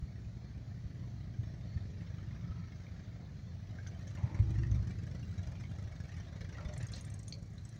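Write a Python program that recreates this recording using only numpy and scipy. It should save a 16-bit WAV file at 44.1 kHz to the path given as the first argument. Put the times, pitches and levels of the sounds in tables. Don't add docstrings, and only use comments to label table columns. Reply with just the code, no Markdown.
import sys
import numpy as np
from scipy import signal
from scipy.fft import rfft, irfft, next_fast_len
from scipy.io import wavfile
from scipy.ndimage import uniform_filter1d, map_coordinates

SR = 44100
rng = np.random.default_rng(int(sys.argv[2]) if len(sys.argv) > 2 else 0)


def transcribe(u):
    v = np.clip(np.atleast_2d(u).T, -1, 1)
    q = np.round(v * 32767).astype(np.int16)
    wavfile.write(sys.argv[1], SR, q)


N = 343539

# t/s, crankshaft f/Hz, its drift/(Hz/s), relative exhaust level/dB
BIKES = [(1.2, 30.2, -.5, -47), (2.1, 24.4, .2, -47), (4.8, 24.9, -.2, -43), (5.4, 22.5, 0, -47),
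         (6.85, 25.5, 1.5, -46)]
# t/s, level/dB
MIDRANGE = [(0.0, -67.5), (1.04, -67.5), (2.1, -65), (2.99, -65.5), (3.43, -67.5), (4.42, -63),
            (4.71, -63.5), (5.88, -64), (6.79, -61), (7.03, -63.5), (7.35, -70), (7.79, -66.5)]
FIRING_PHASES = (0, 315 / 720)


def amp(db):
    return 10 ** (np.asarray(db) / 20)


def unit(x):
    return x / np.sqrt(np.mean(x ** 2) + 1e-20)


def steady(x, size=SR // 3):
    power = uniform_filter1d(uniform_filter1d(x * x, size), size // 2)
    return x / np.sqrt(np.abs(power) + 1e-20)


def along(points, hz):
    f, v = np.transpose(points)
    return np.interp(np.log(hz + 1), np.log(f + 1), v)


def curve(points):
    return np.interp(np.arange(N) / SR, *np.transpose(points))


def wobble(rate):
    knots = rng.standard_normal(int(N * rate / SR) + 4)
    return map_coordinates(knots, [np.arange(N) * rate / SR], order=1)


def envelope(s, attack, hold, release):
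    t = np.arange(N) / SR - s
    return np.clip(t / attack, 0, 1) * np.exp(-np.maximum(t - attack - hold, 0) / release)


def add(track, s, sound):
    start = max(int(s * SR), 0)
    track[start:start + len(sound)] += sound[:len(track[start:])]


def coloured(x, spectrum):
    size = 2 * next_fast_len(N // 2 + SR // 4)
    cepstrum = irfft(np.log(amp(along(spectrum, np.fft.rfftfreq(size, 1 / SR)))))
    cepstrum[1:size // 2] *= 2
    cepstrum[size // 2 + 1:] = 0
    return irfft(rfft(x, size) * np.exp(rfft(cepstrum)))[:N]


def band_noise(hz, octaves, size):
    offset = np.log2((np.fft.rfftfreq(size, 1 / SR) + 1) / hz) / octaves
    return unit(irfft(rfft(rng.standard_normal(size)) / (1 + offset ** 2) ** 2, size))


def patchy(x, depth_db):
    z = signal.stft(x, nperseg=1024)[2]
    field = uniform_filter1d(rng.standard_normal(z.shape), size=4, axis=0)
    field = uniform_filter1d(field, size=9, axis=1)
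    return signal.istft(z * amp(depth_db * unit(field)), nperseg=1024)[1][:N]


def ride(bike, lane_m=5.53, road_m_per_s=8.25):
    s, crank_hz, drift, db = bike
    t = np.arange(N) / SR - s
    return crank_hz + drift * t, db - 20 * np.log10(np.hypot(1, road_m_per_s * t / lane_m))


def firings(scatter_db, jitter_s):
    pulses = np.zeros(N)
    for crank_hz, near_db in map(ride, BIKES):
        cycle = np.cumsum(crank_hz) / SR / 2 + rng.random()
        for offset in FIRING_PHASES:
            at = np.flatnonzero(np.diff(np.floor(cycle - offset)))
            late, strength = rng.standard_normal((len(at), 2)).T
            at = np.clip(at + (late * jitter_s * SR).astype(int), 0, N - 1)
            pulses[at] += amp(near_db[at] + scatter_db * strength)
    return pulses


def puffs(pulses, decay_s, floor):
    gate = signal.lfilter([1], [1, -np.exp(-1 / (decay_s * SR))], pulses)
    return steady((steady(gate) + floor) * rng.standard_normal(N))


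def pings(pulses, low_hz, high_hz, t60, scatter_db, count):
    at = np.repeat(np.flatnonzero(pulses), count)
    pitch, late, phase = rng.random((3, len(at), 1))
    t = np.arange(SR // 20) / SR
    hz = low_hz * (high_hz / low_hz) ** pitch
    strength = pulses[at, None] * amp(scatter_db * rng.standard_normal((len(at), 1)))
    shape = amp(-60 * t / t60) * (1 - np.exp(-t / 0.0004))
    rings = strength * shape * np.sin(2 * np.pi * (hz * t + phase))
    where = at[:, None] + (late ** 2 * .007 * SR).astype(int) + np.arange(len(t))
    return steady(np.bincount(where.ravel(), rings.ravel(), N)[:N], size=SR // 2)


def orders(crank_hz, levels, rough):
    turns = np.cumsum(crank_hz) / SR
    return unit(sum(amp(db) * np.sin(2 * np.pi * (order * turns + rng.random()) + rough * wobble(14))
                    for order, db in levels))


def background_hiss():
    # f/Hz, relative level/dB
    spectrum = [(2500, -38.5), (4200, 2), (5000, -13.5), (6300, -4), (7000, -8.5), (8000, -21),
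                (9700, -21.5), (11000, -27.5), (13500, -27.5), (15300, -15)]
    midrange_db = curve(MIDRANGE)
    level = amp(-76 + 0.23 * (midrange_db - midrange_db.mean()))
    return level * unit(patchy(coloured(rng.standard_normal(N), spectrum), depth_db=4.5))


def house_echo(x):
    # f/Hz, t60/s
    decay_times = [(100, 0.21), (1500, 0.18), (8000, 0.03)]
    hz, t, z = signal.stft(rng.standard_normal(SR // 2), SR, nperseg=256)
    tail = signal.istft(z * amp(-60 * t / along(decay_times, hz)[:, None]), SR, nperseg=256)[1]
    return signal.fftconvolve(np.pad(x, (SR // 80, 0)), tail / np.linalg.norm(tail))[:N]


def ticks(pulses, from_s=3.55, rise_s=0.54):
    level = amp(-75.5) * np.clip((np.arange(N) / SR - from_s) / rise_s, .15, 1)
    brightness = [(5000, 20), (7000, 7.5), (10000, -5.5), (11000, -5.5), (15000, -16)]
    sharp = unit(pulses ** 1.17)
    rings = pings(sharp, low_hz=5550, high_hz=13970, t60=0.033, scatter_db=2.0, count=16)
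    sizzle = coloured(puffs(sharp, decay_s=0.0046, floor=.15), [(4000, -21.5), (6000, -2.5)])
    return level * unit(coloured(rings + 0.36 * sizzle, brightness))


def resonances(pulses):
    # t/s, duration/s, f/Hz, nominal width/octaves, relative level/dB
    episodes = [(0.802, .39, 4530, 0.018, -80), (1.426, 0.15, 5500, 0.012, -77),
                (1.64, 0.21, 4440, 0.014, -73.5), (2.3, 0.36, 172.2, 0.032, -46),
                (2.398, 0.35, 1305, 0.057, -66.5), (4.208, 0.59, 319, 0.16, -54.5),
                (6.583, 0.21, 599, 0.057, -56), (6.916, 0.1, 4800, 0.78, -57)]
    out = np.zeros(N)
    for s, length, hz, octaves, db in episodes:
        size = int(length * SR)
        add(out, s, amp(db) * signal.windows.tukey(size, .5) * band_noise(hz, 1.5 * octaves, size))
    t = np.arange(SR // 10) / SR
    beat = steady(signal.fftconvolve(pulses, t * np.exp(-t / 0.0064))[:N])
    return coloured(out * (.5 + 0.43 * beat), [(6500, -0.5), (8500, -19.5)])


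def valve_clatter(pulses):
    # f/Hz, gain/dB
    response = [(650, -32), (1100, -8), (1500, -1.5), (1850, 2), (2300, -1), (2600, -7), (3800, -5),
                (4900, -7), (5900, -6.5), (7000, -19.5), (11000, -49)]
    midrange_db = curve(MIDRANGE)
    crisp_share = np.clip(0.32 + 0.08 * (midrange_db - midrange_db.mean()), .05, 1)
    rings = pings(pulses ** 0.84, low_hz=1154.3, high_hz=6933, t60=0.085, scatter_db=5.0, count=20)
    chatter = unit(rings + 0.55 * puffs(pulses, decay_s=0.016, floor=.03))
    blur = patchy(rng.standard_normal(N), depth_db=2.5)
    clatter = np.sqrt(crisp_share) * chatter + np.sqrt(1 - crisp_share) * blur
    return amp(midrange_db - 1) * unit(coloured(clatter, response))


def clacks(rebound_s=0.014, rebound_db=-10):
    # t/s, relative level/dB, main mode f/Hz
    knocks = [(1.7738, -56, 1810), (2.866, -57, 2280), (3.7857, -50.5, 1590), (3.8645, -51.5, 1530),
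              (3.87, -42, 6100), (4.077, -48, 6240), (4.173, -53.5, 1970), (4.554, -52, 1870),
              (4.634, -48.5, 1860), (4.714, -51.5, 6200), (5.5538, -54, 2250), (5.6376, -50, 2210),
              (6.0925, -51, 1830), (6.5465, -48, 1920), (6.5827, -44, 1326), (6.801, -47, 1750),
              (6.8303, -46, 1910), (6.9345, -42, 4270), (7.28, -43.5, 6570), (7.3234, -37, 4460),
              (7.5797, -54, 3990)]
    modes = [(.52, -12.5), (1, 2), (1.4, -8)]
    out, t = np.zeros(N), np.arange(SR // 10) / SR
    attack = 1 - np.exp(-t / 0.00058)
    for s, db, hz in knocks:
        t60 = 0.064 * np.sqrt(1900 / hz)
        for late, loss_db in [(0, 0), (rebound_s, rebound_db)]:
            ring = sum(amp(gain) * band_noise(hz * ratio, 0.12, len(t)) for ratio, gain in modes)
            crack = 0.57 * amp(-60 * t / 0.02) * band_noise(4000, octaves=1.0, size=len(t))
            add(out, s + late, amp(db + loss_db - 8) * attack * (amp(-60 * t / t60) * ring + crack))
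    return coloured(out, [(6700, 3), (8000, -13)])


def chirp(hz):
    t = np.arange(SR // 16) / SR
    turns = np.cumsum(hz * (1 + 0.03 * np.exp(-t / 0.0059))) / SR
    ratios = np.array([1.07, .98, .80]) * (1 + 0.047 * rng.standard_normal(3))
    waver = 0.014 * np.cumsum(rng.standard_normal((3, len(t))), axis=1)
    tones = np.sin(2 * np.pi * (np.outer(ratios, turns) + waver))
    whistle = amp(4.4 * rng.standard_normal(3) - 4.5) @ tones
    spit = 0.58 * band_noise(0.75 * hz, octaves=0.36, size=len(t))
    snap = .06 * amp(-60 * t / 0.011) * band_noise(11500, octaves=0.97, size=len(t))
    return amp(-60 * t / 0.031) * (1 - np.exp(-t / 0.0019)) * (whistle + spit) + snap


def leaky_joint(crank_hz=22.02, whistle_hz=8170, sag_db_per_s=5.5):
    # t/s, duration/s, initial level/dB
    bouts = [(6.7364, .57, -47.5), (7.65, .07, -53)]
    out = np.zeros(N)
    beats = np.add.outer(np.arange(10), FIRING_PHASES).ravel() * 2 / crank_hz
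    for s, length, db in bouts:
        for late in beats[beats < length]:
            hz = whistle_hz * (1 + .035 * rng.standard_normal())
            add(out, s + late, amp(db - sag_db_per_s * late) * chirp(hz))
    return out


def rasps(pulses):
    # t/s, hold/s, level/dB
    sweeps = [(4.161, 0.18, -56.5), (6.55, 0.06, -58.5)]
    # f/Hz, relative level/dB
    spectrum = [(130, -7), (260, 8), (340, 3.5), (430, -8.5), (590, 7), (700, -7), (850, 5), (1000, 2),
                (1170, -2.5), (1450, -11.5), (2300, -7), (3200, -29), (8000, -60)]
    level = sum(amp(db) * envelope(s, attack=0.023, hold=hold, release=0.043) for s, hold, db in sweeps)
    return level * unit(coloured(puffs(pulses, decay_s=.02, floor=1.7), spectrum))


def thuds():
    # t/s, relative level/dB, f/Hz
    heavy_firings = [(0.021, -35, 69), (0.26, -40, 79.5), (0.849, -37.5, 70.6), (1.384, -31.5, 105.3),
                     (1.755, -31, 90.4), (2.434, -39, 120), (2.49, -38, 66.4), (4.231, -27.5, 111),
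                     (4.395, -26.5, 102), (5.472, -35, 98), (5.842, -38.5, 81.5), (6.65, -35.5, 61),
                     (6.773, -37, 122), (6.824, -37, 114)]
    out, t = np.zeros(N), np.arange(SR // 10) / SR
    rise = t / 0.012
    swell = (rise * np.exp(1 - rise)) ** 3
    for s, db, hz in heavy_firings:
        add(out, s, amp(db + 4.5) * swell * np.sin(2 * np.pi * hz * t))
    return out


def exhausts(pulses):
    # f/Hz, gain/dB
    silencer = [(24, -40), (38, -13), (54, -2.5), (105, 1), (135, -2), (180, -7), (250, -17), (330, -22.5),
                (430, -29.5), (700, -73.5)]
    # f/Hz, relative level/dB
    outflow = [(200, -6), (380, 0), (500, 2.5), (660, 3.5), (880, -5.5), (1250, -7), (1700, -25.5),
               (3000, -63)]
    drone_orders = [(3.5, -7), (4, -0.5), (7, -12)]
    rides = [ride(bike) for bike in BIKES]
    rest_of_line = amp(-47 - 2.03 * np.arange(N) / SR)
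    level = np.sqrt(rest_of_line ** 2 + sum(amp(db) ** 2 for _, db in rides))
    blows = steady(pulses) + 0.96 * puffs(pulses, decay_s=0.073, floor=0.6)
    boom = steady(coloured(blows, silencer), size=SR // 6)
    drone = steady(sum(amp(db) * orders(crank_hz, drone_orders, rough=0.13) for crank_hz, db in rides))
    rush = patchy(coloured(puffs(pulses, decay_s=0.018, floor=1.8), outflow), depth_db=2.5)
    return level * (0.92 * boom + 0.61 * drone) + amp(curve(MIDRANGE)) * unit(rush)


def tailpipe_surge(start_s=4.38, sag_db_per_s=7.5, lope_db=2.5):
    # crankshaft order, relative level/dB
    on_axis = [(1.5, -17), (2, -6.5), (2.5, 2), (3, -12), (3.5, -3.5), (4, -1), (4.5, -1), (5, -4),
               (7.5, -17.5), (10, -23.5), (13.5, -25)]
    crank_hz, _ = ride(BIKES[2])
    level = amp(-31.5 - sag_db_per_s * (np.arange(N) / SR - start_s))
    aim = envelope(start_s, attack=0.027, hold=.44, release=0.086)
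    throb = steady(orders(crank_hz, on_axis, rough=0.27), size=SR // 25)
    return level * aim * throb * amp(lope_db * wobble(22))


def scene():
    pulses = unit(firings(scatter_db=3.5, jitter_s=0.00028))
    sharp = clacks() + leaky_joint() + ticks(pulses)
    pipes = exhausts(pulses) + tailpipe_surge() + thuds() + rasps(pulses)
    metal = valve_clatter(pulses) + resonances(pulses)
    return (pipes + metal + sharp + amp(-13) * house_echo(sharp) + background_hiss())[None]


def record(dry, top_hz=15800):
    size = next_fast_len(N + SR // 4)
    return irfft(rfft(dry, size) * (np.fft.rfftfreq(size, 1 / SR) < top_hz), size)[:, :N]


dry = scene()
out = record(dry)
transcribe(out)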